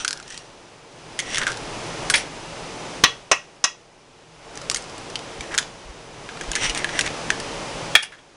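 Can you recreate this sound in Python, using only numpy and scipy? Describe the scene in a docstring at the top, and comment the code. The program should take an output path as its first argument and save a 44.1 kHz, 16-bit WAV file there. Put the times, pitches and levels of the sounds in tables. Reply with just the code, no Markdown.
"""An egg is knocked three times on the steel rim of a mixing bowl, the third blow a close double: shell crush,
ringing bowl modes, a thud. Half shells snap (tick and splinters through resonances), crunch in the fingers
(dense ringing grains and fizz) and clatter on a dish (a rattle through resonances); the counter takes soft bumps.
Behind is a humming kitchen: noise with drone bands on a set level curve, low just after the knocks.
A dull microphone path flattens the highest peaks."""
import sys
import numpy as np
from scipy import signal
from scipy.fft import rfft, irfft, next_fast_len
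from scipy.io import wavfile
from scipy.ndimage import uniform_filter1d

SR = 44100
rng = np.random.default_rng(int(sys.argv[2]) if len(sys.argv) > 2 else 0)


def master(y):
    """Save y as 16-bit WAV."""
    cut = np.clip(np.atleast_2d(y).T, -1, 1)
    pcm = np.round(cut * 32767)  # scale
    wavfile.write(sys.argv[1], SR, pcm.astype(np.int16))


N = 368676

# egg on rim: t/s, nominal peak/dB, bass, middle and treble added by this spot of the rim/dB,
# ring/dB, thud/dB, share of the free decay time/1
KNOCKS = [(3.037, 5.5, -2, -1.5, -2.5, -7, -14, 0.82), (3.314, 2, 2, -13, -2, -9, -26, 0.88),
          (3.64, 0.5, -5, -4, 4, -12, -24, 0.94), (3.65, -10.5, -3, -6, 9, 6.5, -25, 0.82)]
# modes of the batter-damped bowl: f/Hz, relative level/dB, free t60/s
BOWL_MODES = [(586, -10, 0.12), (745, -7, 0.07), (999, 3, 0.06), (1147, 6, 0.055), (1236, -6, 0.08),
              (1921, 3, 0.14), (2142, -9.5, 0.15), (2490, -8, 0.09), (2740, -5, 0.12), (2930, -1, 0.15),
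              (3330, -7, 0.25), (3590, 4, 0.09), (3960, 0, 0.14), (4300, -9, 0.1), (5286, -5, 0.12),
              (5600, -10, 0.12), (5740, -6, 0.08), (5970, -4, 0.06), (6140, -10, 0.12)]
# crush of shell on the rim: low f/Hz, high f/Hz, free t60/s, relative level/dB
CRUSH_BANDS = [(440, 1340, 0.08, -19), (940, 1300, 0.12, -21), (1360, 2300, 0.068, -15.5),
               (2505, 2820, 0.19, -24), (3060, 4400, 0.054, -8.5), (5130, 6400, 0.048, -8),
               (7400, 9800, 0.031, -18.5)]
# shells dropped on a dish: t/s, nominal peak/dB, treble/dB, body t60/s, shell's own note f/Hz, note/dB
DROPS = [(2.1383, -0.5, -20, 0.084, 2220, 18), (2.1527, -9.5, 15, 0.25, 3330, 6),
         (2.166, -19, -10, 0.083, 3260, 7), (2.1764, -15, -12, 0.043, 2060, -7.5),
         (7.9519, 9.5, -45, 0.039, 3080, -21), (8.0244, -21, 1.5, 0.13, 2760, 9),
         (8.1185, -34.5, -27, 0.18, 1720, 25), (8.181, -43, -22, 0.12, 1670, 0)]
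# dish resonances: f/Hz, width/Hz, relative level/dB
DISH_MODES = [(885, 60, -5), (1760, 140, 6), (2290, 460, 6), (2670, 250, -10.5), (3285, 50, 8.5),
              (4500, 440, 2), (5100, 860, 9.5), (7650, 200, -1), (9400, 140, 8)]
# shell snaps: t/s, nominal peak/dB, hollow f/Hz, plate f/Hz, plate over hollow/dB, splinter t60/s
SNAPS = [(0.0474, -6, 1540, 4400, -10, 0.035), (0.0788, -6.5, 1610, 5110, 1.5, 0.027),
         (0.0866, -17, 1490, 4760, -3, 0.043), (0.1078, -12.5, 1540, 4360, 0, 0.035),
         (0.1288, -12.5, 1620, 5200, 1, 0.027), (0.174, -26, 1520, 5200, 6, 0.035),
         (0.1995, -24, 1410, 7720, -11, 0.035), (0.2267, -29.5, 3170, 4060, 8, 0.038),
         (0.279, -27.5, 1780, 5400, -1, 0.032), (0.3034, -24, 1860, 5800, -3, 0.046),
         (0.323, -26, 1890, 5040, -1, 0.043), (0.3432, -26, 1920, 3680, -1, 0.035),
         (0.376, -20.5, 2800, 4600, 19, 0.031), (1.1902, -8.5, 2160, 6230, -7.5, 0.062),
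         (1.201, -13.5, 3260, 5700, -10, 0.025), (1.345, -11, 2080, 3500, -8, 0.04),
         (1.3568, -11.5, 3460, 3500, -12, 0.027), (1.3714, -10, 2010, 5500, -18, 0.064),
         (1.3822, -7, 1660, 6100, -4, 0.044), (1.4157, -13, 1690, 5710, -25, 0.035),
         (1.433, -13, 1650, 3620, -33, 0.035), (1.4674, -5, 1550, 5500, -20, 0.076),
         (1.4778, -13, 1500, 5620, -13, 0.044), (1.5023, -20, 1450, 3660, -13, 0.039),
         (1.5176, -17, 1550, 3580, -8, 0.04), (1.529, -26, 2900, 3970, 3, 0.035),
         (1.542, -27, 1580, 3630, -7, 0.035), (1.5718, -22, 3100, 5280, 11, 0.035),
         (2.0994, -1.5, 1570, 8200, -4, 0.062), (4.555, -26, 1460, 5980, -1, 0.031),
         (4.574, -20, 1740, 4980, -2, 0.025), (4.6149, -23, 1270, 5030, -5, 0.039),
         (4.6985, -5, 2330, 5430, 10, 0.017), (4.7134, -10, 1230, 7400, -4, 0.041),
         (4.7453, -7, 1400, 6300, 4, 0.028), (4.7597, -13, 2170, 6570, -2, 0.027),
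         (4.7686, -14.5, 1720, 8350, 4, 0.044), (4.8224, -26.5, 1400, 5070, 0, 0.032),
         (4.8404, -30.5, 2160, 4040, -5, 0.035), (4.897, -29, 1270, 5290, -3, 0.032),
         (4.9795, -27, 2680, 7640, 17, 0.032), (5.1, -26, 2020, 4350, 13, 0.032),
         (5.1558, -11, 3100, 3550, -14, 0.028), (5.1611, -25.5, 2870, 3730, -16, 0.035),
         (5.191, -25.5, 1340, 3630, 2, 0.035), (5.4075, -16.5, 2350, 6000, -10, 0.035),
         (5.5199, -26, 1760, 5410, -16, 0.035), (5.5417, -14.5, 1490, 5500, -16, 0.04),
         (5.547, -13.5, 1500, 5190, -14, 0.051), (5.5781, -2.5, 1850, 6080, -1.5, 0.031),
         (5.585, -2.5, 1640, 3500, -5, 0.04), (5.6271, -23, 3150, 3910, -19, 0.035),
         (6.2893, -20, 1560, 3790, -38, 0.044), (6.371, -23, 1340, 3770, -24, 0.032),
         (6.4103, -16.5, 1600, 6310, -12, 0.045), (6.4355, -23, 1280, 6520, -14, 0.035),
         (6.5159, -11, 1620, 6760, 0, 0.027), (6.5322, -18, 2900, 3590, -19, 0.035),
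         (6.553, -7, 2140, 6300, 0, 0.035), (6.5598, -11, 1700, 7110, -14, 0.052),
         (6.6962, -9.5, 2920, 5820, -12, 0.044), (6.748, -13.5, 2460, 6750, -4, 0.039),
         (6.775, -13, 2480, 8500, 8, 0.052), (6.8438, -5.5, 1740, 3870, -29, 0.03),
         (6.8912, -16, 1790, 3720, -18, 0.039), (6.9371, -26, 1920, 3690, -21, 0.035),
         (6.9909, -2, 1880, 5500, -10, 0.044), (7.0094, -6, 2640, 5800, -8, 0.035),
         (7.0624, -16.5, 2550, 6600, -1, 0.035), (7.0757, -15.5, 2600, 3540, -25, 0.038),
         (7.303, -1, 1800, 5940, -15, 0.035), (7.4001, -17, 1790, 4730, -6, 0.035)]
# fingers crush and rub the shell: strongest moment t/s, swell/s, release/s, hollow/dB, hollow f/Hz, fizz/dB
SQUEEZES = [(0.003, 0.017, 0.082, -38, 1385, -31), (.17, .08, 0.12, -46, 1500, -50),
            (.26, .04, .08, -49, 1680, -50), (.33, 0.16, 0.23, -50, 1870, -41.5),
            (1.22, 0.014, 0.13, -42, 1930, -43), (1.34, 0.17, 0.24, -29.5, 1970, -31.5),
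            (1.42, 0.097, .06, -23, 1700, -34), (1.49, 0.014, .1, -30, 1600, -37),
            (2.178, 0.042, .12, -35, 2120, -33.5), (4.78, 0.12, 0.082, -51, 1780, -51),
            (5.43, .03, 0.11, -45, 1900, -45), (5.525, 0.027, 0.044, -25, 1710, -40),
            (5.6, .03, 0.033, -62, 1610, -50), (6.42, 0.05, 0.033, -38, 1780, -43),
            (6.58, 0.079, .05, -30, 2100, -34), (6.646, 0.095, 0.1, -20, 2130, -21),
            (6.71, 0.028, 0.015, -29, 2100, -29), (6.76, 0.016, 0.16, -24, 2100, -32.5),
            (6.98, 0.18, 0.081, -29.5, 1910, -33.5), (7.07, 0.066, 0.026, -20, 2030, -31)]
# fizz spectrum: f/Hz, relative density/dB per Hz
FIZZ_SPECTRUM = [(1290, -12), (2200, -12.5), (2710, 0), (3280, -1.5), (3760, -8), (5230, -11.5), (5720, 2),
                 (6600, -13), (9290, -11.5), (10300, -33)]
# soft bumps through the counter: t/s, gain/dB, f/Hz
BUMPS = [(5.39, -31, 60), (5.85, -37, 39.7), (5.89, -32, 47.3), (6.48, -24.5, 38.2), (6.68, -25.5, 35.6)]
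# decay of the kitchen's answer: f/Hz, t60/s
KITCHEN_T60 = [(300, 0.2), (2000, 0.25), (6000, 0.24), (10000, 0.19)]
# kitchen hush, rms over time: t/s, level/dB
HUSH_LEVEL = [(0.0, -42.5), (0.32, -44.5), (0.86, -46), (1.28, -36), (1.72, -32), (2.09, -30),
              (2.28, -35.5), (2.98, -33), (3.26, -46), (3.91, -51), (4.33, -48), (4.61, -37), (5.59, -36),
              (5.73, -41), (6.1, -41.5), (6.49, -33.5), (7.15, -30.5), (7.94, -31), (8.0, -49), (8.1, -50)]
# air noise spectrum: f/Hz, relative density/dB per Hz
AIR_SPECTRUM = [(12, -37), (20, -1), (36, 2), (74, -8.5), (125, 0.5), (194, -3.5), (336, 0.5), (448, 0),
                (510, -1), (817, -1), (1650, -9), (2860, -9.5), (4130, -13.5), (5950, -15), (10300, -23.5)]
# appliance drone bands: f/Hz, width/Hz, lift/dB
DRONE_BANDS = [(115.4, 7.4, 5), (163, 10.5, 7.5), (370, 10, 0), (457, 5.4, 10.5), (560, 11, 6),
               (750, 25, -1.5), (5060, 560, 2.5), (5990, 140, 4)]

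BASS_HZ, MIDDLE_HZ, TREBLE_HZ = 900, 2620, 4500  # rim spot: bass ends, middle starts, treble starts
DOME_HZ, DOME_DB = 3200, -15.5  # a resonance that every snap shares
SWING_DB = 36.5  # gained over the swell, lost over the release
ROUNDNESS = 1.44  # 1 = pointed squeeze, 2 = rounded
MIC_HZ, TOP_HZ = 10600, 17100
CLIP_LEVEL = 1.02


def knocks():
    """Each blow crushes shell in a burst that dies band by band, rings the bowl's modes and thuds into the counter."""
    out, t = np.zeros(N), np.arange(SR // 2) / SR
    hz, level_db, t60_s = np.transpose(BOWL_MODES)[:, :, None]
    for start_s, peak_db, bass_db, middle_db, treble_db, ring_db, thud_db, free in KNOCKS:
        def spot_db(f):
            regions = [f < BASS_HZ, f > TREBLE_HZ, f > MIDDLE_HZ]
            return np.select(regions, [bass_db, treble_db, middle_db])

        blow = amp(level_db - 15 + spot_db(hz) + rng.normal(0, 1.5, hz.shape))
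        # each mode's strength wavers at random, so the ring is rough
        wavering = uniform_filter1d(rng.standard_normal((len(hz), len(t))), size=500)
        phase_s = rng.random(hz.shape) / hz
        modes = (blow * amp(4 * unit(wavering)) * ring(hz, free * t60_s, t + phase_s)).sum(0)

        crush = np.zeros(len(t))
        for low_hz, high_hz, band_t60_s, band_db in CRUSH_BANDS:
            sos = signal.butter(2, [low_hz, high_hz], "band", fs=SR, output="sos")
            band = unit(signal.sosfilt(sos, brittle(t, spiky_db=0.0)))
            crush += amp(band_db + spot_db(low_hz)) * fade(free * band_t60_s, t) * band

        thud = amp(thud_db) * (ring(300, 0.022, t) + ring(160, 0.02, t))
        onset = 1 - np.exp(-t / 0.0018)
        add(out, start_s, peak((amp(ring_db) * modes + crush + thud) * onset, peak_db))
    return out


def snaps():
    """A fracture's tick and splinters, coloured by the hollow of the half shell and a small plate of shell."""
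    out, t = np.zeros(N), np.arange(SR // 10) / SR
    for start_s, peak_db, hollow_hz, plate_hz, plate_db, t60_s in SNAPS:
        decay = fade(t60_s, t) + fade(0.0071, t)
        splinters = brittle(t, spiky_db=1.5) * decay * (1 - np.exp(-t / 0.00046))
        splinters[SR // 1500] += 9  # the break itself
        upper_hz = 1.39 * hollow_hz
        upper = resonate(resonate(splinters, upper_hz, width_hz=1900), upper_hz, width_hz=1900)
        hollow = resonate(splinters, hollow_hz, width_hz=174) + 0.44 * upper
        hollow += amp(DOME_DB) * resonate(splinters, DOME_HZ, width_hz=400)
        plate = resonate(splinters, plate_hz, width_hz=180)
        plate += 2.06 * resonate(splinters, 4700, width_hz=3400)
        add(out, start_s, peak(hollow + amp(plate_db) * plate, peak_db))
    # a shell is too small to radiate bass
    return signal.sosfilt(signal.butter(5, 1180, "high", fs=SR, output="sos"), out)


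def crunch():
    """Dense tiny fractures: grains ringing near the hollow's pitch, spiky fizz; each squeeze swells and lets go."""
    t = np.arange(N) / SR
    top_s, swell_s, release_s, top_db, pitch_hz, top_fizz_db = np.transpose(SQUEEZES)[:, :, None]
    distance = np.maximum((top_s - t) / swell_s, (t - top_s) / release_s)
    squeeze_db = -SWING_DB * distance ** ROUNDNESS
    hollow_db = (top_db + squeeze_db).max(0)
    fizz_db = (top_fizz_db + squeeze_db).max(0)
    # glides as the shell opens or closes
    hollow_hz = np.interp(t, top_s[:, 0], pitch_hz[:, 0])

    draw = rng.random((12000, 3))
    start = (draw[:, :1] * N).astype(int)
    size = amp(-2.5 * np.log(draw[:, 1:2] + 1e-9))  # few big, many small
    # a light rub squeaks, hard crushing damps the hollow
    cycles = np.interp(hollow_db[start], [-45, -25], [35, 9])
    hz = hollow_hz[start] * np.exp(2.5 / cycles * (draw[:, 2:] - .5))
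    k = np.arange(400)
    grains = size * ring(hz, cycles / hz, k / SR)
    hollow = np.bincount((start + k).ravel(), grains.ravel(), minlength=N)[:N]
    fizz = filtered(brittle(t, spiky_db=2.5), lambda f: amp(along(FIZZ_SPECTRUM, f)))
    return amp(hollow_db) * unit(hollow) + amp(fizz_db) * unit(fizz)


def drops():
    """A light shell clatters: its rattle drives the dish's resonances and the shell's own note."""
    out, t = np.zeros(N), np.arange(SR // 4) / SR
    for start_s, peak_db, treble_db, t60_s, note_hz, note_db in DROPS:
        rattle = brittle(t, spiky_db=-3.8)
        body = amp(note_db) * resonate(rattle, note_hz, width_hz=380) * fade(t60_s, t)
        for hz, width_hz, level_db in DISH_MODES:
            high = hz > 4000  # treble depends on the contact and dies sooner
            decay = fade(t60_s * (.6 if high else 1), t)
            body += amp(level_db + treble_db * high) * resonate(rattle, hz, width_hz) * decay
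        edge = .5 * amp(treble_db) * np.gradient(rattle) * fade(.6 * t60_s, t)
        onset = 1 - np.exp(-t / 0.0013)
        add(out, start_s, peak((body + edge) * onset, peak_db))
    return out


def bumps():
    """One slow push each: a low sine under a bell-shaped envelope."""
    out = np.zeros(N)
    for start_s, gain_db, hz in BUMPS:
        cycle = np.arange(SR // 10) / SR * hz
        add(out, start_s, amp(gain_db) * np.sin(2 * np.pi * cycle) * np.exp(-(cycle - .6) ** 2 * 3))
    return out


def room(x):
    """Each frequency of the kitchen's answer dies at its own speed; a fresh tail every third of a second."""
    out, step = np.zeros(N), SR // 3
    for i in range(0, N, step):
        hz, t, z = signal.stft(rng.standard_normal(SR // 2), SR, nperseg=256)
        decay = amp(-60 * t / along(KITCHEN_T60, hz)[:, None])
        tail = signal.istft(z * decay, SR, nperseg=256)[1]
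        answer = signal.fftconvolve(x[i:i + step], tail / np.linalg.norm(tail))
        add(out, (i + 150) / SR, answer)  # 150 samples = 3.4 ms late
    return out


def hush():
    """Air noise with narrow appliance drone bands, on the set level curve."""
    def response(hz):
        lift_db = sum(db / (1 + (2 * (hz - c) / w) ** 2) for c, w, db in DRONE_BANDS)
        return amp(along(AIR_SPECTRUM, hz) + lift_db)

    noise = filtered(rng.standard_normal(N), response)
    level_s, level_db = np.transpose(HUSH_LEVEL)
    return amp(np.interp(np.arange(N) / SR, level_s, level_db)) * unit(noise)


def brittle(t, spiky_db):
    """Splintering: noise whose strength changes within about a millisecond, by spiky_db rms."""
    strength_db = spiky_db * unit(uniform_filter1d(rng.standard_normal(len(t)), size=40))
    return amp(strength_db) * rng.standard_normal(len(t))


def ring(hz, t60_s, t):
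    """A damped sine."""
    return fade(t60_s, t) * np.sin(2 * np.pi * hz * t)


def fade(t60_s, t):
    """Exponential decay, 60 dB in t60_s, which is held within 2 ms to 1 s."""
    return amp(-60 * t / np.clip(t60_s, .002, 1))


def resonate(x, hz, width_hz):
    """x through one resonance, at rms 1."""
    return unit(signal.lfilter(*signal.iirpeak(hz, hz / width_hz, SR), x))


def filtered(x, response):
    """x times a response of frequency."""
    m = next_fast_len(N + SR // 2)
    return irfft(rfft(x, m) * response(np.fft.rfftfreq(m, 1 / SR)), m)[..., :N]


def along(points, hz):
    """(f/Hz, value) points on a log frequency axis."""
    f, v = np.transpose(points)
    return np.interp(np.log(hz + 1), np.log(f + 1), v)


def peak(x, db):
    """x with the rms of its first 5 ms at 10.5 dB below db, so that it swings up to about db."""
    return amp(db - 10.5) * x / np.sqrt(np.mean(x[:SR // 200] ** 2))


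def amp(db):
    """dB to amplitude."""
    return 10 ** (np.asarray(db) / 20)


def unit(x):
    """x at rms 1."""
    return x / np.sqrt(np.mean(x ** 2) + 1e-20)


def add(track, start_s, sound):
    """Mix a sound in at start_s."""
    part = track[round(start_s * SR):][:len(sound)]
    part += sound[:len(part)]


def scene():
    """Egg and shells, the crockery and room they excite, bumps and hush."""
    near = knocks() + drops() + snaps() + crunch()
    # something on the counter rings along
    crockery = signal.lfilter(*signal.iirpeak(3330, 130, SR), near)
    return (near + amp(-10.5) * crockery + amp(-13.5) * room(near) + bumps() + hush())[None]


def record(dry):
    """A steep low-pass in the upper treble, then overload that flattens peaks, then a hard top limit."""
    x = signal.sosfilt(signal.ellip(12, .5, 90, MIC_HZ, fs=SR, output="sos"), dry)
    x = x / (1 + np.abs(x / CLIP_LEVEL) ** 12) ** (1 / 12)
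    return filtered(x, lambda hz: hz < TOP_HZ)


dry = scene()
out = record(dry)
master(out)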